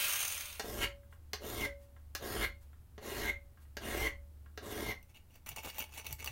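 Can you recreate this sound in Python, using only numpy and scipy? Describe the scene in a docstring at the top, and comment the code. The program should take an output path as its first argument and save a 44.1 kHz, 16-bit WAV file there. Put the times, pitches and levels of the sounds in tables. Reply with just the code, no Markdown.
"""An angle grinder chatters on a steel bracket in a vice and fades, its grit cutting, its gears whining.
A hand file then makes six strokes: it clacks down, rasps as its teeth tear chips, squeals by friction
near the end and rings in its own modes as it lifts. Last, a small metal part scrapes and clicks against
the bracket by stick and slip. The bench sways under the work, and the small workshop hums throughout."""
import sys
import numpy as np
from scipy import signal
from scipy.fft import rfft, irfft
from scipy.io import wavfile
from scipy.ndimage import uniform_filter1d, map_coordinates

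SR = 44100
rng = np.random.default_rng(int(sys.argv[2]) if len(sys.argv) > 2 else 0)


def store_wav(level_fs):
    """Save 16-bit WAV to argv[1]."""
    pcm = np.round(np.clip(np.atleast_2d(level_fs), -1, 1) * 32767)
    wavfile.write(sys.argv[1], SR, pcm.T.astype(np.int16))


N = 278271
TIME = np.arange(N) / SR


def amp(db):
    """Amplitude ratio of a level in decibels."""
    return 10 ** (np.asarray(db) / 20)


def unit(x):
    """Normalisation to an rms of one."""
    return x / np.sqrt(np.mean(x ** 2) + 1e-20)


def level(curve):
    """Envelope interpolated in decibels, silent outside the curve."""
    times, db = np.transpose(curve)
    return amp(np.interp(TIME, times, db, left=-150, right=-150))


def swell(s, rise_s, fall_s):
    """Exponential growth to one at time s, then decay; an infinite rise_s holds one until then."""
    return np.exp(np.maximum(np.minimum((TIME - s) / rise_s, (s - TIME) / fall_s), -30))


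def ramp(s, rise_s):
    """Gaussian onset from rest to one."""
    return 1 - np.exp(-np.clip((TIME - s) / rise_s, 0, 5) ** 2)


def add(mix, s, sound):
    """Superposition of a sound from time s onward."""
    part = mix[max(round(s * SR), 0):][:len(sound)]
    part += sound[:len(part)]


def drift(hz):
    """Random fluctuation: low-passed noise of rms one."""
    f = np.fft.rfftfreq(N, 1 / SR)
    return unit(irfft(rfft(rng.standard_normal(N)) / (1 + (f / hz) ** 4), N))


def colour(x, spectrum, modes=(), tilt_db=0, size=8192):
    """Minimum-phase filter of unit energy: a smooth spectrum, a tilt per octave and resonant peaks."""
    f = np.fft.rfftfreq(size, 1 / SR) + 1
    hz, db = np.transpose(spectrum)
    db = np.interp(np.log(f), np.log(hz), db) + tilt_db * np.log2(np.maximum(f, hz[1]))
    for centre, width, height in modes:
        db = db + height / (1 + (2 * (f - centre) / width) ** 2)
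    log_gain = np.log(amp(np.r_[db, db[-2:0:-1]]))
    taps = np.fft.ifft(np.exp(np.conj(signal.hilbert(log_gain)))).real[:size // 2]
    return signal.oaconvolve(x, taps / np.linalg.norm(taps))[:len(x)]


def resonate(x, hz, width):
    """Forced resonance: a double pole whose frequency may glide; rms one."""
    carrier = np.exp(2j * np.pi * np.cumsum(hz * np.ones(len(x))) / SR)
    pole = np.exp(-np.pi * width / SR)
    return unit((carrier * signal.lfilter([1], [1, -2 * pole, pole * pole], x / carrier)).real)


def saturate(x, knee):
    """Amplitude limiting: the envelope levels off above the knee; rms one."""
    return unit(x / (abs(signal.hilbert(x)) + knee))


def mottle(x, depth_db, patch_hz=500, patch_s=0.075):
    """Spectral modulation: as the contact shifts, patches of the spectrum swell and sink."""
    spectra = signal.stft(x, SR, nperseg=256)[2]
    field = rng.standard_normal(spectra.shape)
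    spans = (patch_hz * 256 / SR, patch_s * SR / 128)
    for axis in (0, 1, 0, 1):
        field = uniform_filter1d(field, max(round(spans[axis]), 1), axis)
    gain = unit(amp(depth_db * unit(field)))
    return signal.istft(spectra * gain, SR, nperseg=256)[1][:N]


def chips(per_s, spread_db):
    """Shot noise: tiny fractures of metal click at random moments and in random sizes."""
    size = amp(spread_db * np.minimum(rng.exponential(1, N), 4))
    return unit(size * rng.standard_normal(N) * (rng.random(N) < per_s / SR))


def blow(decay_s, size=4096):
    """Impact: a decaying rattle with the energy of 10 ms at an rms of one."""
    burst = rng.standard_normal(size) * np.exp(-np.arange(size) / SR / decay_s)
    return burst / np.linalg.norm(burst) * np.sqrt(SR / 100)


def contact(decay_s, patchy_db=3.0):
    """Point excitation: a tiny blow, coloured at random as each point sounds different."""
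    hz = np.linspace(300, 16000, 26)
    return colour(blow(decay_s), np.c_[hz, patchy_db * rng.standard_normal(len(hz))], size=1024)


def workshop(x, wet_db=-4, t60_low=0.2, t60_high=0.14):
    """Reverberation: close, crowded walls give dense reflections that die fast, the treble first."""
    hz, t, spectra = signal.stft(rng.standard_normal(SR // 2), SR, nperseg=256)
    absorption = amp(np.interp(hz, [200, 900], [-7, 0]))[:, None]  # shelves and panels soak up bass
    t60 = np.interp(hz, [500, 12000], [t60_low, t60_high])[:, None]
    tail = signal.istft(spectra * absorption * 1000 ** (-t / t60), SR, nperseg=256)[1]
    tail[:SR // 300] = 0  # the gap before the first reflection
    wet = signal.fftconvolve(x, tail / np.linalg.norm(tail))[:N]
    return (x + amp(wet_db) * wet) / np.hypot(1, amp(wet_db))


# The workshop air. Each row: frequency in Hz, relative density in dB.
AIR_SPECTRUM = [(20, 3.5), (45, 0), (108, 3.5), (150, -10.5), (230, -11.5), (400, -19.5), (1000, -24.5),
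                (2500, -31.5), (6000, -35.5), (15500, -30.5)]
# The low hum. Each row: time in seconds, level in dB.
HUM_LEVELS = [(0, -65), (.5, -60.5), (1, -55.5), (4.6, -54), (5.3, -66.5), (6.3, -53)]
def room_tone(air_db=-61, hum_hz=73.2, hum_width=5):
    """Ambient noise: broadband air and a wavering narrow-band hum with its third harmonic."""
    fundamental = saturate(resonate(rng.standard_normal(N), hum_hz, hum_width), knee=.5)
    third = amp(-28) * resonate(rng.standard_normal(N), 3 * hum_hz, width=12)
    air = amp(air_db) * colour(rng.standard_normal(N), AIR_SPECTRUM)
    return air + (fundamental + third) * level(HUM_LEVELS)


# The hands bump the vice. Each row: start in seconds, level in dB.
VICE_BUMPS = [(5.48, -54), (6.075, -49.5), (6.26, -52.5)]
def bench(sway_hz=51, bump_hz=100, bump_width=50, bump_s=0.027, sway_share=0.8, lead_s=0.046):
    """Forced vibration: the bench sways most just before each lift of the file, and thuds when bumped."""
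    sway = saturate(resonate(rng.standard_normal(N), sway_hz, width=30), knee=.8)
    pushes = sum(amp(sway_db) * swell(lift - lead_s, rise_s=0.092, fall_s=0.096)
                 for _, lift, *_, sway_db, _ in FILE_STROKES)
    bumps = sum(amp(db) * ramp(s, bump_s) * swell(s + 2 * bump_s, np.inf, bump_s) for s, db in VICE_BUMPS)
    thud = resonate(rng.standard_normal(N), bump_hz, bump_width)
    return sway * (pushes + sway_share * bumps) + thud * bumps


# The file is set down. Each row: time in seconds, level in dB, brightness in dB per octave.
FILE_LANDINGS = [(0.5963, -34, -0.2), (1.333, -34, -0.5), (2.1503, -36.5, 1), (2.9798, -46.5, -4),
                 (3.769, -40, -1), (4.5757, -42.5, -1.7)]
# It knocks in the hands on its way back. Each row: time in seconds, level in dB.
FILE_KNOCKS = [(1.0333, -70), (1.1257, -57), (1.964, -62), (2.7311, -64), (3.574, -62.5), (3.652, -69),
               (4.46, -61)]
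# A sleeve brushes by. Each row: start in seconds, length in seconds, level in dB.
SLEEVE_BRUSHES = [(1.093, 0.077, -69.5), (1.782, 0.097, -69), (2.599, 0.057, -67.5), (3.586, 0.077, -68)]
# The spectra of these three sounds. Each row: frequency in Hz, relative density in dB.
CLACK_SPECTRUM = [(60, 1.5), (160, -3), (280, 2.5), (560, 6.5), (900, 2), (1700, 5.5), (2500, 2),
                  (4400, 1.5), (6500, 3), (8000, -12.5), (10500, -15), (13000, -2), (15500, -74)]
KNOCK_SPECTRUM = [(200, -24), (700, -10.5), (1200, -3), (1700, -3), (2500, -13.5), (3300, -12.5),
                  (6000, -56), (15000, -22)]
CLOTH_SPECTRUM = [(300, -13), (1050, 5.5), (2500, -2), (5000, -4), (9500, -1), (12000, -3), (15000, -3)]
def handling(tick_db=-9, tick_octaves=4.2):
    """Impact excitation: landings and knocks ring the vice and file; a sleeve adds friction noise."""
    out = np.zeros(N)
    for s, db, bright_db in FILE_LANDINGS:
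        clack = colour(blow(decay_s=.008), CLACK_SPECTRUM, VICE_MODES, tilt_db=bright_db)
        add(out, s, amp(db) * clack)
        tick = colour(blow(decay_s=.0007), HISS_SPECTRUM)  # the teeth meet the edge first
        add(out, s, amp(db + tick_octaves * bright_db + tick_db) * tick)
    for s, db in FILE_KNOCKS:
        add(out, s, amp(db) * colour(blow(decay_s=0.0048), KNOCK_SPECTRUM, VICE_MODES))
    for s, length, db in SLEEVE_BRUSHES:
        window = np.hanning(int(length * SR))
        add(out, s, amp(db) * colour(rng.standard_normal(N)[:len(window)] * window, CLOTH_SPECTRUM))
    return out


# The small part rubs on the bracket. Each row: start in seconds, length in seconds, level in dB.
PART_RUBS = [(5.08, 0.021, -63.5), (5.135, 0.037, -58), (5.293, 0.015, -62), (5.321, 0.04, -59),
             (5.454, 0.033, -43.5), (5.505, 0.014, -49), (5.552, 0.041, -46), (5.62, 0.084, -45.5),
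             (5.72, 0.062, -50.5), (5.775, 0.049, -42.5), (5.87, 0.089, -62), (5.918, 0.049, -51),
             (5.96, 0.039, -43), (6.034, .09, -49.5), (6.175, 0.051, -47), (6.243, .05, -48)]
# It catches and snaps free. Each row: time in seconds, level in dB, brightness in dB per octave.
PART_SNAPS = [(5.028, -59, 5), (5.462, -44, 0.5), (5.49, -38, 3.5), (5.562, -36, 1.5), (5.751, -46.5, 1),
              (5.783, -37, 3), (5.792, -32.5, 13), (5.806, -40, 1.5), (5.84, -44.5, 0.5), (6.066, -35, 2),
              (6.112, -45, 15), (6.127, -35, 5.5), (6.244, -34, 4), (6.26, -37.5, 1), (6.274, -37, 0)]
# Its spectrum. Each row: frequency in Hz, relative density in dB.
PART_SPECTRUM = [(100, 2.5), (400, 4.5), (1000, 4.5), (1700, 3.5), (2600, 8.5), (3200, 2.5), (5000, -7),
                 (5900, 1.5), (8000, -4), (9300, -1), (10500, -8.5), (12600, -3.5), (14000, -3),
                 (15600, -1)]
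# Its resonances. Each row: frequency in Hz, width in Hz, height above the spectrum in dB.
PART_MODES = [(600, 80, 4), (865, 100, 10), (1140, 45, 9), (2230, 50, 13), (2650, 42, 11), (2855, 60, 11.5),
              (4390, 90, 9), (4650, 70, 13), (5950, 120, 8), (9760, 210, 4), (14500, 300, 12)]
def small_part(noise_db=-6, slips_per_s=75, points=10, attack_s=0.014, release_s=0.013):
    """Stick-slip friction: steel drags on steel in tiny slips at several points, at times snapping free."""
    slips = np.zeros(N)
    for _ in range(points):
        slips += signal.oaconvolve(chips(slips_per_s, spread_db=1.5), contact(decay_s=.0016))[:N]
    friction = unit(unit(slips) + amp(noise_db) * rng.standard_normal(N))
    friction = mottle(friction, depth_db=3, patch_hz=700, patch_s=.02)
    rubbing = sum(amp(db) * ramp(s, attack_s) * swell(s + length, np.inf, release_s)
                  for s, length, db in PART_RUBS)
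    out = colour(friction * rubbing, PART_SPECTRUM, PART_MODES, tilt_db=0.2)
    for s, db, bright_db in PART_SNAPS:
        snap = contact(decay_s=.003, patchy_db=3.5)
        rise_s = .0014 * amp(-3 * max(bright_db, 0))  # dull slips build up, bright ones break at once
        snap = snap * (1 - np.exp(-np.arange(len(snap)) / SR / rise_s))
        add(out, s - rise_s / 2, amp(db) * colour(snap, PART_SPECTRUM, PART_MODES, tilt_db=bright_db))
    return out


# The grinder's fade, and the wheel's hardest bites. Each row: time in seconds, level in dB.
GRINDER_LEVELS = [(0, -32), (.13, -36.5), (.24, -40.5), (.5, -47.5), (.7, -64)]
WHEEL_BITES = [(0.095, -41), (0.125, -39), (.158, -37.5), (.203, -37.5), (.228, -37), (.251, -43),
               (0.28, -42), (0.301, -46), (0.323, -41), (.345, -43), (0.377, -43), (0.407, -44)]
# The cutting grit. Each row: frequency in Hz, relative density in dB.
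GRIT_SPECTRUM = [(150, -23.5), (450, -14.5), (900, -9.5), (1450, -3.5), (1900, -6.5), (2400, 2.5),
                 (3300, -1.5), (5000, -8.5), (6300, -7.5), (7900, -11), (9200, -1), (10400, -10.5),
                 (11700, -4), (14400, -7), (15500, -3)]
# The bracket under the wheel. Each row: frequency in Hz, width in Hz, relative level in dB.
BRACKET_MODES = [(2560, 430, -21), (6420, 810, 10.5), (9100, 240, 7), (11560, 320, 2), (15600, 500, -14)]
# Motor and gear whine. Each row: frequency in Hz, level against the grinding in dB.
WHINE_TONES = [(565, -22), (608, -24), (2062, -19), (2357, -17), (2408, -23), (3160, -16), (4522, -25),
               (6708, -19), (13416, -30)]
def grinder(turns_hz=181, throb=0.045, ring_db=1, bite_s=0.0028, chatter_per_s=30, chatter_db=-4):
    """Abrasion and chatter: grit cuts deeper once a turn, bounces ring the bracket, the gears whine."""
    fade = level(GRINDER_LEVELS)
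    rotation = 1 + throb * np.sin(2 * np.pi * turns_hz * TIME)
    bounce_count = np.floor(np.cumsum(chatter_per_s * np.exp(.3 * drift(30))) / SR)
    bounces = amp(chatter_db) * np.diff(bounce_count, prepend=0) * fade * rng.uniform(.4, 1.4, N)
    for s, db in WHEEL_BITES:
        add(bounces, s - bite_s / 2, amp([db]))
    age = np.arange(SR // 10) / SR / bite_s
    bites = signal.oaconvolve(bounces, age * np.exp(1 - age))[:N]  # each peaks after bite_s
    cutting = mottle(chips(per_s=16000, spread_db=1.5) * rotation, depth_db=1.0, patch_s=.02)
    grit = colour(cutting, GRIT_SPECTRUM) * (fade + bites)
    ring = unit(sum(amp(db) * resonate(rng.standard_normal(N), hz, width)
                    for hz, width, db in BRACKET_MODES))
    speed = 1 + .0014 * drift(40)
    whine = sum(amp(db) * (1 + .6 * drift(42)) * np.sin(2 * np.pi * hz * np.cumsum(speed) / SR)
                for hz, db in WHINE_TONES)
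    return grit + amp(ring_db) * ring * bites + whine * fade


# The free file's modes. Each row: frequency in Hz, relative level in dB, time to fall 60 dB in seconds.
FILE_MODES = [(563.3, -1.5, 0.6), (1530, -19, 0.32), (2110, -14, 0.16)]
def file_ring(clear_s=.007, attack_s=0.0025):
    """Free vibration: lifted clear, the file rings on in its own damped modes."""
    out, t = np.zeros(N), np.arange(SR) / SR
    ring = sum(amp(db) * 1000 ** (-t / t60) * np.sin(2 * np.pi * hz * t) for hz, db, t60 in FILE_MODES)
    for _, lift, *_, ring_db in FILE_STROKES:
        add(out, lift + clear_s, amp(ring_db) * ring * (1 - np.exp(-t / attack_s)))
    return out


# The file's strokes. Each row: push and lift in seconds; hiss, bite, growl, extra bite at the heel and
# squeal in dB; squeal build-up in seconds; squeal pitch in Hz; screech against the squeal, bench sway
# and final ring in dB.
FILE_STROKES = [ (0.599, 0.845, -48.5, -49.5, -44, 14.5, -36, 0.017, 2135, -6, -42.5, -44.5),
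                (1.386, 1.657, -47.5, -43.5, -43, 3, -33.5, 0.036, 2068, -35, -47, -41.5),
                (2.18, 2.449, -47, -43.5, -42, 7.5, -30.5, 0.016, 2087, -38, -41.5, -57),
                (2.992, 3.3, -48, -41, -44, -1, -30.5, 0.025, 2086, -37, -43.5, -52),
                (3.786, 4.076, -46, -39.5, -41, 0.5, -30.5, 0.039, 2043, -25.5, -40, -51),
                (4.596, 4.917, -49.5, -44, -43.5, 1.5, -35, 0.036, 2057, -39, -47.5, -61)]
# The file nearly stalls once. The row: time in seconds, width in seconds, level change in dB.
FILE_STALL = (0.61, .014, -20)
def stroke_controls(speed_up_s=0.064, load_s=0.039, let_go_s=0.0056, heel_lead_s=0.01, heel_width_s=0.037):
    """Sliding friction: hiss follows speed, bite and growl follow load, and all grow as the hand leans in."""
    hiss_growth, bite_growth, growl_growth = 3, 36.8, 7  # dB per second
    gains, travel, pitch = np.zeros((5, N)), [], []
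    stall_s, stall_width, stall_db = FILE_STALL
    stall = amp(stall_db * np.exp(-((TIME - stall_s) / stall_width) ** 2))
    for push, lift, *settings in FILE_STROKES:
        hiss_db, bite_db, growl_db, heel_db, squeal_db, build_s, hz, screech_db, *_ = settings
        to_go = np.clip(lift - TIME, 0, lift - push)
        touch = stall * swell(lift, np.inf, let_go_s)
        speed, load = touch * ramp(push, speed_up_s), touch * ramp(push, load_s)
        dig_db = heel_db * np.exp(-((to_go - heel_lead_s) / heel_width_s) ** 2)  # the heel digs in
        hiss = speed * amp(hiss_db - hiss_growth * to_go + .45 * dig_db)
        bite = load * amp(bite_db - bite_growth * to_go + dig_db)
        growl = load * amp(growl_db - growl_growth * to_go + 0.11 * dig_db)
        squeal = amp(squeal_db) * swell(lift, build_s, fall_s=.011)
        gains = gains + [hiss, bite, growl, squeal, amp(screech_db) * squeal]
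        travel += [(push, 0), (lift + .035, 1)]  # from tip to heel
        pitch += [(push, hz), (lift - .06, hz + 35), (lift, hz), (lift + .035, hz)]
    return *gains, np.interp(TIME, *np.transpose(travel)), np.interp(TIME, *np.transpose(pitch))


# The teeth's high hiss, middle bite and low growl. Each row: frequency in Hz, relative density in dB.
HISS_SPECTRUM = [(3500, -20.5), (5200, 3), (6800, 5), (7900, -2.5), (9600, 5), (10400, -2.5), (11300, 4.5),
                 (12100, -1), (13200, 0.5), (14300, 0), (15200, 1.5)]
BITE_SPECTRUM = [(500, -26), (950, 8.5), (1200, 1.5), (1800, 6), (2450, 2.5), (3100, 6.5), (4300, -4),
                 (5000, -15.5), (7000, -36.5)]
GROWL_SPECTRUM = [(60, -12.5), (110, 1.5), (165, -11), (240, -4), (400, -5.5), (600, -6), (800, -15),
                  (1300, -16), (3000, -68.5)]
# Vice and file resonances. Each row: frequency in Hz, width in Hz, height above the spectrum in dB.
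VICE_MODES = [(232, 29, 8), (349.5, 50, 7), (422.6, 47, 7.5), (565.3, 13.5, 10.5), (729, 160, 7.5),
              (1077, 55, 8), (1330, 81, 6.5), (1593, 150, 8.5), (1933, 95, 6.5), (2107, 93, 7.5),
              (2860, 89, 7.5), (3540, 44, 3.5), (4370, 420, 7.5)]
def filing(flex_db=-7, edge_db=-9, zing_db=-5, screech_hz=4550, judder=0.18, echo=0.19,
           flex_hz=(640, 450, 370, 330, 290), edge_hz=(13800, 13400, 12800), zing_hz=(3900, 3100, 2750),
           echo_s=(.0002, .00055)):
    """Forced resonance: tearing chips shakes vice and file, whose notes fall as more of it overhangs."""
    hiss, bite, growl, squeal, screech, travel, squeal_hz = stroke_controls()

    def along(values):
        """Linear interpolation from tip to heel."""
        return np.interp(travel, np.linspace(0, 1, len(values)), values)

    grip = np.exp(judder * drift(110))  # the teeth catch and let go
    teeth = mottle(chips(per_s=20000, spread_db=1.5) * grip, depth_db=2.2)
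    edge = resonate(teeth, along(edge_hz), width=1000) * (.4 + travel)  # sings more towards the heel
    zing = resonate(teeth, along(zing_hz), width=300) * (1 - travel)  # the tip zings while it is short
    rasp = (colour(teeth, HISS_SPECTRUM) + amp(edge_db) * edge + amp(zing_db) * zing) * hiss
    rasp = rasp + colour(teeth * bite, BITE_SPECTRUM, VICE_MODES)
    delay = along(echo_s) * (1 + 0.26 * drift(6.8))
    reflection = map_coordinates(rasp, [(TIME - delay) * SR], order=3)
    rasp = (rasp + echo * reflection) / np.hypot(1, echo)  # an echo off the moving hand sweeps a comb
    body = colour(chips(per_s=4000, spread_db=-0.5) * grip * growl, GROWL_SPECTRUM, VICE_MODES)
    flex = amp(flex_db) * resonate(teeth, along(flex_hz), width=130) * growl
    heel = saturate(resonate(teeth, squeal_hz, width=145), knee=.6)  # friction limits the squeal's swing
    return rasp + body + flex + heel * squeal + resonate(teeth, screech_hz, width=350) * screech


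def scene():
    """Superposition of all the sources in the room; the small part is closer, so it is drier."""
    work = workshop(grinder() + filing() + handling()) + workshop(small_part(), wet_db=-8)
    return (work + file_ring() + bench() + room_tone())[None]


def record(dry, cutoff_hz=15900):
    """Band limiting: a steep low-pass filter removes the highest treble."""
    taps = signal.firwin(511, cutoff_hz, window=("kaiser", 9), fs=SR)
    return signal.oaconvolve(dry, taps[None], "same")


dry = scene()
out = record(dry)
store_wav(out)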